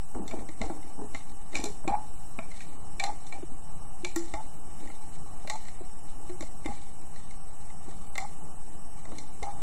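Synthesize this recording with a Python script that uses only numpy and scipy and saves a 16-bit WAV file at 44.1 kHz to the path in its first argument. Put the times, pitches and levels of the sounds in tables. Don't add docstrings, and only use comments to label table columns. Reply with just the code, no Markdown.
import sys
import numpy as np
from scipy import signal
from scipy.fft import rfft, irfft, next_fast_len
from scipy.io import wavfile
from scipy.ndimage import uniform_filter1d, map_coordinates

SR = 44100
rng = np.random.default_rng(int(sys.argv[2]) if len(sys.argv) > 2 else 0)


def wav_out(sig):
    wavfile.write(sys.argv[1], SR, np.round(np.clip(np.atleast_2d(sig).T, -1, 1) * 32767).astype(np.int16))


def ratio_of_db(decibels):
    return 10 ** (np.asarray(decibels, float) / 20)


N = 424241
HZ = np.fft.rfftfreq(8192, 1 / SR)


def unit(x):
    return x / np.sqrt(np.mean(x ** 2) + 1e-20)


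def add(out, start_s, x):
    part = out[round(start_s * SR):][:len(x)]
    part += x[:len(part)]


def modes(table, f):
    total = 0
    for k, (centre_hz, width_hz, db) in enumerate(table):
        loss = 1j * f * width_hz
        total = total + (-1) ** k * ratio_of_db(db) * loss / (centre_hz * centre_hz - f * f + loss)
    return total


def soft(f, corner_hz):
    return 1 / (1 + 1j * f / corner_hz) ** 2


def coloured(x, gain):
    m = len(x)
    return unit(irfft(rfft(x) * gain(np.fft.rfftfreq(m, 1 / SR)), m)[:N])


def noise(gain):
    return coloured(rng.standard_normal(next_fast_len(N + 8192)), gain)


def along(points):
    f, db = np.transpose(points)
    return lambda hz: ratio_of_db(np.interp(np.log(hz + .1), np.log(f + 0.079), db, -120, -120))


def wobble(rate_hz):
    knots = rng.standard_normal(int(N * rate_hz / SR) + 4)
    return map_coordinates(knots, [np.arange(N) * rate_hz / SR])


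def strokes(rows, edge_s):
    t = np.arange(0, N / SR, .002)
    gain = 0
    for start_s, length_s, db in rows:
        rise = 1 + np.tanh((t - start_s) / edge_s)
        fall = 1 - np.tanh((t - start_s - length_s) / (2 * edge_s))
        gain = gain + ratio_of_db(db) * rise * fall / 4
    return np.interp(np.arange(N) / SR, t, gain)


def clicks():
    # (time [s], peak [dB], frame [dB], mid modes [dB], hardness [dB])
    low_row = [(.4883, -38.5, -8.5, -8, -12), (.615, -27.5, 6, -5, -10.5), (1.1471, -30, 4, -7, -11.5),
               (1.5302, -41, -.5, -8, -16.5), (3.038, -25, -3, 1, -6.5), (4.338, -30.5, 9, -7, -10.5),
               (5.474, -33, 2.5, -4, -12), (5.4984, -26, 3.5, 0, -4.5), (6.6593, -30, 4.5, -8, -12),
               (8.1543, -33, 3.5, -4, -10), (8.1793, -25, 2.5, -4, -7), (9.4285, -34.5, 7, -3, -4.5)]
    high_row = [(.3112, -38, 6, -6, -9), (1.5455, -38, 3, -4, -6), (1.5533, -22, -7.5, -5, -6.5),
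                (1.564, -33, 0, -6, -4), (1.5696, -36, 3, -3, -2), (1.5995, -40, 5, -3, -3),
                (1.6399, -37, 7, 8, 6), (1.6554, -40, 12.5, 3, 5), (1.8776, -26, 2.5, -7, -13),
                (2.3886, -28, 5, -18, -25.5), (2.606, -34.5, -26, -12, -17.5),
                (2.9976, -23.5, -3.5, -3, -9), (3.324, -34.5, 0, -8, -12), (4.0472, -26, -2, -3, -7.5)]
    end_pins = [
        (4.1605, -30, 5, -4, 2),
        (9.053, -42.5, 10, -7, -11),
        (7.1604, -47.5, 0, 0, -8),
    ]
    # (time [s], peak [dB], frame [dB], hardness [dB])
    ticks = [(.1471, -52, 19.5, -5), (0.2783, -42, -0.5, 3), (.39, -45.5, 13, -10.5),
             (.6994, -52.5, 27.5, -12.5), (0.828, -50, -6.43, -6.5), (2.5142, -43.5, 6, -8),
             (2.5416, -51, 4.5, -5.5), (3.2668, -55, -8, 9.5), (4.8738, -44, -0.5, -14.5),
             (4.8998, -44.5, 10, -20.5), (5.6523, -49, 6.5, -2.5), (5.683, -40, -2, -8.5),
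             (6.2941, -44.5, 10, -11.5), (6.4078, -36.5, -1.5, -2.5), (6.4234, -39, 6.5, -5.5),
             (6.6464, -41, -7.5, -19), (7.3083, -48, -6, -3), (7.7007, -47.5, -9, -11.5),
             (7.8865, -62.5, 22, 3), (9.1182, -49.5, 13.5, -13.5), (9.184, -41, -15, 2)]
    # (centre [Hz], width [Hz], level [dB])
    low_pins = [(1600, 250, -17), (1866, 55, -7), (2090, 70, 0), (2320, 45, -7), (2600, 300, -19),
                (2950, 130, -15), (3250, 250, -22)]
    high_pins = [(1600, 250, -19), (1866, 50, -6), (2120, 120, -13), (2320, 26, 3), (2520, 200, -16),
                 (2370, 130, -1), (2950, 200, -19)]
    rim_pins = [(1600, 250, -13), (1880, 80, 0), (2060, 110, -4), (2320, 100, -8), (2900, 400, -18)]
    # (centre [Hz], width [Hz], level [dB])
    frame = [(589.3, 72, -8), (657.6, 24.4, -1), (822, 49.7, -4), (1107, 32, -3.5), (1366, 47.7, -6)]
    mids = [(3580, 110, -6), (3750, 90, -6), (4120, 65, 1), (4380, 150, -13), (4750, 250, -12)]
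    tip = [(5350, 300, 7), (5950, 350, 15), (6500, 400, 15), (7348, 600, 20), (8000, 600, 16),
           (9500, 1500, 9), (11020, 2000, 2)]
    touch_db, room_grit_db = 1.2, 3
    blow, build_s = 15, .0012
    room_blur, room_lag_s = 4, .009

    out, t = np.zeros(N), np.arange(8192) / SR
    chatter = (1 - np.exp(-(t / .0012) ** 2)) * np.exp(-(t / .005) ** 2)
    walls = 1 / (1 + (HZ / 10500) ** 10)
    ending = 1 - (t / t[-1]) ** 4
    build = 1 - np.exp(-(t / build_s) ** 2)
    late = 1 - np.exp(-(t / room_lag_s) ** 2)
    light = [(s, db, frame_db, .84 * hard_db + 1, hard_db) for s, db, frame_db, hard_db in ticks]
    groups = [(low_pins, low_row + light), (high_pins, high_row), (rim_pins, end_pins)]
    events = [(pins, *row) for pins, rows in groups for row in rows]
    for pins, start_s, db, frame_db, mids_db, hard_db in events:
        force, echoes, grit = rng.standard_normal((3, len(t)))
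        contacts = force * np.abs(force) * chatter
        contacts[SR // 2000] += blow
        contacts = rfft(contacts)
        echoes = echoes * ending * ratio_of_db(room_grit_db * unit(uniform_filter1d(grit, size=90)))
        # (modes, level [dB], contact corner [Hz], room [dB], room t60 [s])
        parts = [(pins, .5, 5000, -26, .34), (frame, frame_db - 7, 1500, -25, .25),
                 (mids, mids_db - .5, 7000, -26, .32), (tip, hard_db + 5, 14000, -24, .34)]
        for table, level_db, corner_hz, room_db, t60_s in parts:
            table = np.add(table, [0, 0, touch_db] * rng.standard_normal((len(table), 1)))
            body, contact = modes(table, HZ), soft(HZ, corner_hz)
            ring = irfft(contacts * body * contact) * build
            blurred = body + .7 * modes(table * [1, room_blur, 1], HZ)
            tail = echoes * ratio_of_db(-60 * t / t60_s) * late
            room = irfft(rfft(tail) * walls * contact * blurred)
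            room = ratio_of_db(room_db) * room / np.sqrt(np.mean(room[:SR // 20] ** 2))
            add(out, start_s - .001, ratio_of_db(db + level_db) * (ring / np.abs(ring).max() + room))
    return out


def cracks():
    # (time [s], peak [dB])
    edges = [(0.2758, -53), (1.5519, -48), (1.6387, -43), (1.6544, -53), (1.8761, -53), (2.3845, -58),
             (2.9966, -53), (3.037, -45), (4.0462, -49), (4.1599, -33), (4.336, -55), (5.4725, -49),
             (5.4964, -43), (6.4033, -55), (6.6583, -55), (8.1778, -41), (9.1834, -56), (9.425, -56)]
    size, t = np.zeros(N), np.arange(SR // 5) / SR
    decay = ratio_of_db(-60 * t / .02) + ratio_of_db(-22 - 60 * t / .2)
    burst = (1 - np.exp(-t / .0006)) * decay
    for start_s, db in edges:
        add(size, start_s, ratio_of_db(db - 4) * burst)
    return size * noise(along([(9500, -20), (11500, 0), (15000, -3), (16800, -12)]))


def thuds():
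    # (time [s], peak [dB], pitch [Hz], t60 [s])
    knocks = [(.194, -31, 202, .18), (.231, -50.5, 236, .06), (.328, -36, 650, .04),
              (.335, -31, 360.6, 0.051), (.491, -37.5, 322, .07), (.7, -28, 324.4, 0.075),
              (.981, -45.5, 253, 0.057), (1.018, -33.5, 419.8, .11), (1.541, -32.5, 319.7, 0.06),
              (1.64, -26.5, 351, 0.037), (1.659, -30.5, 414.4, 0.126), (1.845, -32, 328, 0.044),
              (1.877, -22.5, 315, 0.04), (2.386, -33.5, 234, 0.094), (3.386, -41, 302, 0.065),
              (3.428, -30.5, 341, 0.0227), (5.449, -35.5, 333, 0.0315), (5.81, -33.5, 382, 0.0376),
              (7.881, -36, 213.2, 0.163), (9.119, -37.5, 223, 0.023), (9.184, -38.5, 288, 0.042),
              (9.233, -45, 220, 0.045)]
    # (time [s], peak [dB], pitch [Hz], table thump [dB])
    landings = [(.151, -32, 439, -4), (.305, -45.5, 296, -7), (.348, -42, 291, -4), (.388, -34, 219, -3),
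                (.61, -28, 229.7, -7), (0.637, -33, 441, 0), (1.049, -41, 450, -13), (1.144, -38, 263, -15),
                (1.597, -36, 295, -1.5), (1.699, -37, 407, -15.5), (1.905, -31, 240, -4),
                (4.337, -33, 329.3, -1.1), (4.808, -40.5, 235, -12.5), (4.869, -48, 221, -7.5),
                (6.407, -33.5, 311, -7), (6.429, -35.5, 271, -6.5), (6.658, -25.5, 314.7, -10.5),
                (6.688, -33, 225, -1.5), (6.718, -49.5, 223, -3.5), (9.425, -32.5, 447, -6)]
    edge_thump_db, landing_t60_s = -21, 0.0468
    out, t = np.zeros(N), np.arange(8192) / SR
    events = [(s, db, hz, edge_thump_db, t60_s) for s, db, hz, t60_s in knocks]
    events += [(*row, landing_t60_s) for row in landings]
    thump = (1 - np.exp(-t / 0.00228)) * np.sin(2 * np.pi * 46 * t)
    for start_s, db, hz, table_db, t60_s in events:
        force = 0.221 * rng.standard_normal(len(t)) * ratio_of_db(-60 * t / 0.0462)
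        force[0] = 1
        width_hz = 2.19 / max(t60_s, .01)
        board = modes([(hz, width_hz, 0), (150, 90, -20), (1.777 * hz, 120, -12)], HZ)
        knock = irfft(rfft(force) * board * soft(HZ, 812))
        table = ratio_of_db(table_db - 60 * t / 0.177) * thump
        add(out, start_s - .0015, ratio_of_db(db) * (knock / np.abs(knock).max() + 1.62 * table))
    return out


def twangs():
    # (time [s], peak [dB], pitch [Hz], t60 [s], free for [s])
    plucks = [
        (4.038, -41.5, 359, 0.179, .12),
        (4.166, -33, 337.4, 0.249, .25),
        (6.299, -44, 360, 0.297, 0.0675),
    ]
    out, t = np.zeros(N), np.arange(SR // 3) / SR
    for start_s, db, hz, t60_s, free_s in plucks:
        phase = 2 * np.pi * hz * (t + 0.081 * 0.0081 * np.exp(-t / 0.0052))
        caught_db = -60 * np.maximum(t - free_s, 0) / .03
        size = ratio_of_db(db - 60 * t / t60_s + caught_db) * (1 - np.exp(-t / .002))
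        add(out, start_s - .004, 3.16 * size * (np.sin(phase) + 0.034 * np.sin(2 * phase)))
    return out


def buzz():
    # (start [s], swell [s], peak [dB], peak pitch [Hz], fade per 30 dB [s])
    releases = [(.615, 0.0326, -40.5, 799.5, .5), (1.875, 0.0337, -27.5, 822, 0.04),
                (1.915, 0.0324, -26, 865, 0.1781), (3.0, .04, -35.5, 795, 0.0845),
                (3.04, 0.0607, -33, 840, 0.11), (3.32, 0.0636, -46, 791, 0.02), (4.05, .02, -46, 860, .1),
                (4.34, 0.071, -41, 880, .08), (5.5, .058, -39.5, 880, .15), (6.665, 0.0577, -42, 830, 0.17),
                (8.185, 0.064, -38.5, 823.4, 0.08), (9.425, 0.0655, -36, 828, 0.2)]
    swell_gain_db, tighten, slacken = 5, 0.062, 0.02414
    damp_db, damp_s = 8.5, .008
    out, t = np.zeros(N), np.arange(SR // 3) / SR
    unsteady_db = 2 + 1.5 * wobble(70)
    rattle_modes = [(718, 114.3, -1), (880, 83.2, 1.0), (1160, 95.5, -7.5), (2200, 650, -32)]
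    rattle = noise(lambda f: modes(rattle_modes, f))
    waver = 1 + 0.017 * wobble(45)
    for start_s, swell_s, db, hz, fade_s in releases:
        i = np.minimum(round(start_s * SR) + np.arange(len(t)), N - 1)
        before = np.clip(1 - t / swell_s, 0, 1)
        after_s = np.clip(t - swell_s, 0, 1)
        pitch_hz = hz * (1 - tighten * before - slacken * np.tanh(after_s / damp_s))
        phase = 2 * np.pi * np.cumsum(pitch_hz * waver[i]) / SR
        tone = np.sin(phase) + 0.265 * np.sin(.91 * phase) + 0.42 * rattle[i]
        loss_db = damp_db * np.tanh((after_s / damp_s) ** 2) + 30 * after_s / fade_s
        size = ratio_of_db(db - swell_gain_db * before - loss_db + unsteady_db[i])
        add(out, start_s, size * (1 - np.exp(-t / 0.0022)) * tone)
    return out


def rubbing():
    # (time [s], level [dB])
    effort = [(.05, -67), (.4, -48.5), (.55, -54), (.68, -43.5), (.95, -53), (1.4, -58), (1.56, -46),
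              (1.8, -56), (2.4, -58.5), (2.95, -51), (3.7, -59.5), (4.2, -53.5), (5.1, -58.5), (6.7, -54),
              (7.6, -62), (7.97, -55.5), (8.89, -56), (9.4, -54.5)]
    # (start [s], length [s], level [dB])
    rustles = [(.285, 0.09, -54.5), (.61, 0.085, -58.5), (1.1, 0.153, -65), (1.54, 0.168, -54),
               (2.5, 0.187, -59.5), (3.1, .22, -65), (4.05, .3, -65), (5.5, 0.243, -62.5),
               (6.65, 0.178, -59.5), (7.85, 0.147, -67), (4.82, .12, -63.5), (5.06, .05, -62),
               (7.14, 0.158, -70), (9.05, .17, -62.5), (9.42, .15, -63)]
    # (centre [Hz], width [Hz], level [dB])
    stretch = [(1866, 50, -5), (2090, 300, -11), (2320, 50, -4), (2915, 120, -13), (3700, 220, -9.5),
               (4114, 90, -7), (4425, 300, -14.5), (6190, 1500, -14.5), (7620, 1200, -14)]
    # (start [s], length [s], level [dB])
    scrapes = [(.145, 0.11, -41), (.32, 0.1186, -42.5), (.615, 0.07, -41), (.7, .04, -44),
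               (.98, 0.085, -40.5), (1.54, 0.074, -41.5), (1.635, 0.0427, -40), (4.81, 0.13, -49),
               (5.07, 0.029, -49), (7.87, 0.053, -51), (9.05, .2, -52)]
    board_modes = [(262.2, 62.3, 0.0), (332.1, 45.3, 0), (426.3, 55.7, -5), (840, 131, -5)]

    def board(f):
        return modes(board_modes, f) * soft(f, 1360)

    time_s, effort_db = np.transpose(effort)
    flicker_db = 2.5 * wobble(20)
    low_db = np.interp(np.arange(N) / SR, time_s, effort_db) - 3.0 + flicker_db[::-1]
    low = ratio_of_db(low_db) * noise(board)
    drag = ratio_of_db(-69.5) + strokes(rustles, edge_s=.04)
    grit = ratio_of_db(flicker_db + 2.5 * wobble(140))
    high = drag * grit * noise(lambda f: modes(stretch, f))
    slips = np.zeros(next_fast_len(N))
    slips[:N] = (rng.random(N) < 600 / SR) * rng.laplace(size=N)
    return low + high + strokes(scrapes, edge_s=.015) * coloured(slips, board)


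def room_hum():
    # (frequency [Hz], level per Hz [dB])
    spectrum = [(29, -37), (50, 2), (102, -0.5), (125, -5), (162, 3.5), (219, -16.5), (250, -7),
                (277, -15.5), (453, -13), (502, -21.5), (821, -5.5), (949, -20), (1150, -11), (1600, -29.5),
                (2080, -52), (3520, -120)]
    return ratio_of_db(-51.5 + 1.34 * wobble(6.6)) * noise(along(spectrum))


def fan_drone():
    # (centre [Hz], width [Hz], level [dB])
    resonances = [(195.98, 6.94, 4.5), (259.4, 4.7, -8.5), (718.8, 50.5, -4), (795, 10.8, 1),
                  (861.2, 6.33, 8), (1141.8, 21.5, -4.5)]
    return ratio_of_db(-58.0 + 0.79 * wobble(3.7)) * noise(lambda f: modes(resonances, f) * soft(f, 947))


def scene():
    loom = clicks() + cracks() + thuds()
    bands = twangs() + buzz()
    return (loom + bands + rubbing() + room_hum() + fan_drone())[None]


def camera_whines():
    # (frequency [Hz], level [dB], pulsing depth [1])
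    tones = [(5512.5, -74, .5), (8000, -68, .65), (8268.75, -66, .65), (10000, -72, .35), (11025, -76, .65)]
    frame_s, frame_peak_s = .06, .045
    t = np.arange(N) / SR
    pulse = np.tanh(2 * np.cos(2 * np.pi * (t - frame_peak_s) / frame_s) + .4)
    out = np.zeros(N)
    for hz, db, depth in tones:
        out += ratio_of_db(db + 3.5 + wobble(7)) * (1 + depth * pulse) * np.sin(2 * np.pi * hz * t)
    return out


def camera_hiss():
    # (frequency [Hz], level per Hz [dB])
    spectrum = [(940, -54), (1600, -3), (2240, -11.5), (3010, -2.5), (3360, -36), (4010, -9), (4700, -24.5),
                (5350, -3.5), (5900, -12), (8180, 2), (8850, -7), (11100, -7), (14100, -45), (17000, -50)]
    hiss = ratio_of_db(-58.5 + .8 * wobble(8)) * noise(along(spectrum))
    top = noise(along([(11500, 0), (14000, -5), (17300, -11)]))
    return hiss + ratio_of_db(-72.5 + 2 * wobble(9)) * top


def camera_drift():
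    # (frequency [Hz], level per Hz [dB])
    spectrum = [(.7, -24), (2.7, -8), (4.7, 0), (8.7, -1), (13, -5), (17, -12), (25, -19), (40, -22),
                (60, -40)]
    return ratio_of_db(-37) * noise(along(spectrum))


def thin_bands(x, unsteady_db, follow, line_db):
    # (frequency [Hz], level [dB])
    threshold = [(20, -30), (1300, -13), (1900, -5), (2900, -6), (3400, -1.5), (4600, -1), (5600, -5),
                 (6500, -6), (7300, -10), (11000, -10), (12000, 4.5), (22050, 5)]
    hz, _, z = signal.stft(x, SR, "cosine", nperseg=2048)
    starts = np.r_[0:256:16, 256:1025:32]
    band = np.searchsorted(starts, np.arange(len(hz)), "right") - 1
    power = np.add.reduceat(np.abs(z) ** 2, starts)
    level = np.sqrt(power / np.bincount(band)[:, None])
    usual = np.median(level, axis=1)[:, None]
    masking = (uniform_filter1d(level / usual, size=9, axis=0) + 1e-9) ** np.clip(follow, 0, 1)
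    loudness = np.linalg.norm(level, axis=0)
    masking = masking * np.maximum(loudness / np.median(loudness), 1) ** .2
    wander = unit(uniform_filter1d(rng.standard_normal(level.shape), size=2, axis=1))
    step = usual * masking * along(threshold)(hz[starts])[:, None] * ratio_of_db(unsteady_db * wander)
    over = np.abs(z) / step[band]
    strong = over > ratio_of_db(12)
    kept = (level > step)[band] & (over > ratio_of_db(line_db)) | strong
    return signal.istft(z * kept, SR, "cosine", nperseg=2048)[1][:N]


def roll_off(x):
    return signal.sosfilt(signal.butter(12, 17310, fs=SR, output="sos"), x)


def record(dry):
    heard = dry[0] + camera_whines() + camera_hiss()
    gated = thin_bands(heard, unsteady_db=4.6, follow=.3, line_db=-4)
    offset = -.0738
    return roll_off((gated + camera_drift() + offset)[None])


dry = scene()
out = record(dry)
wav_out(out)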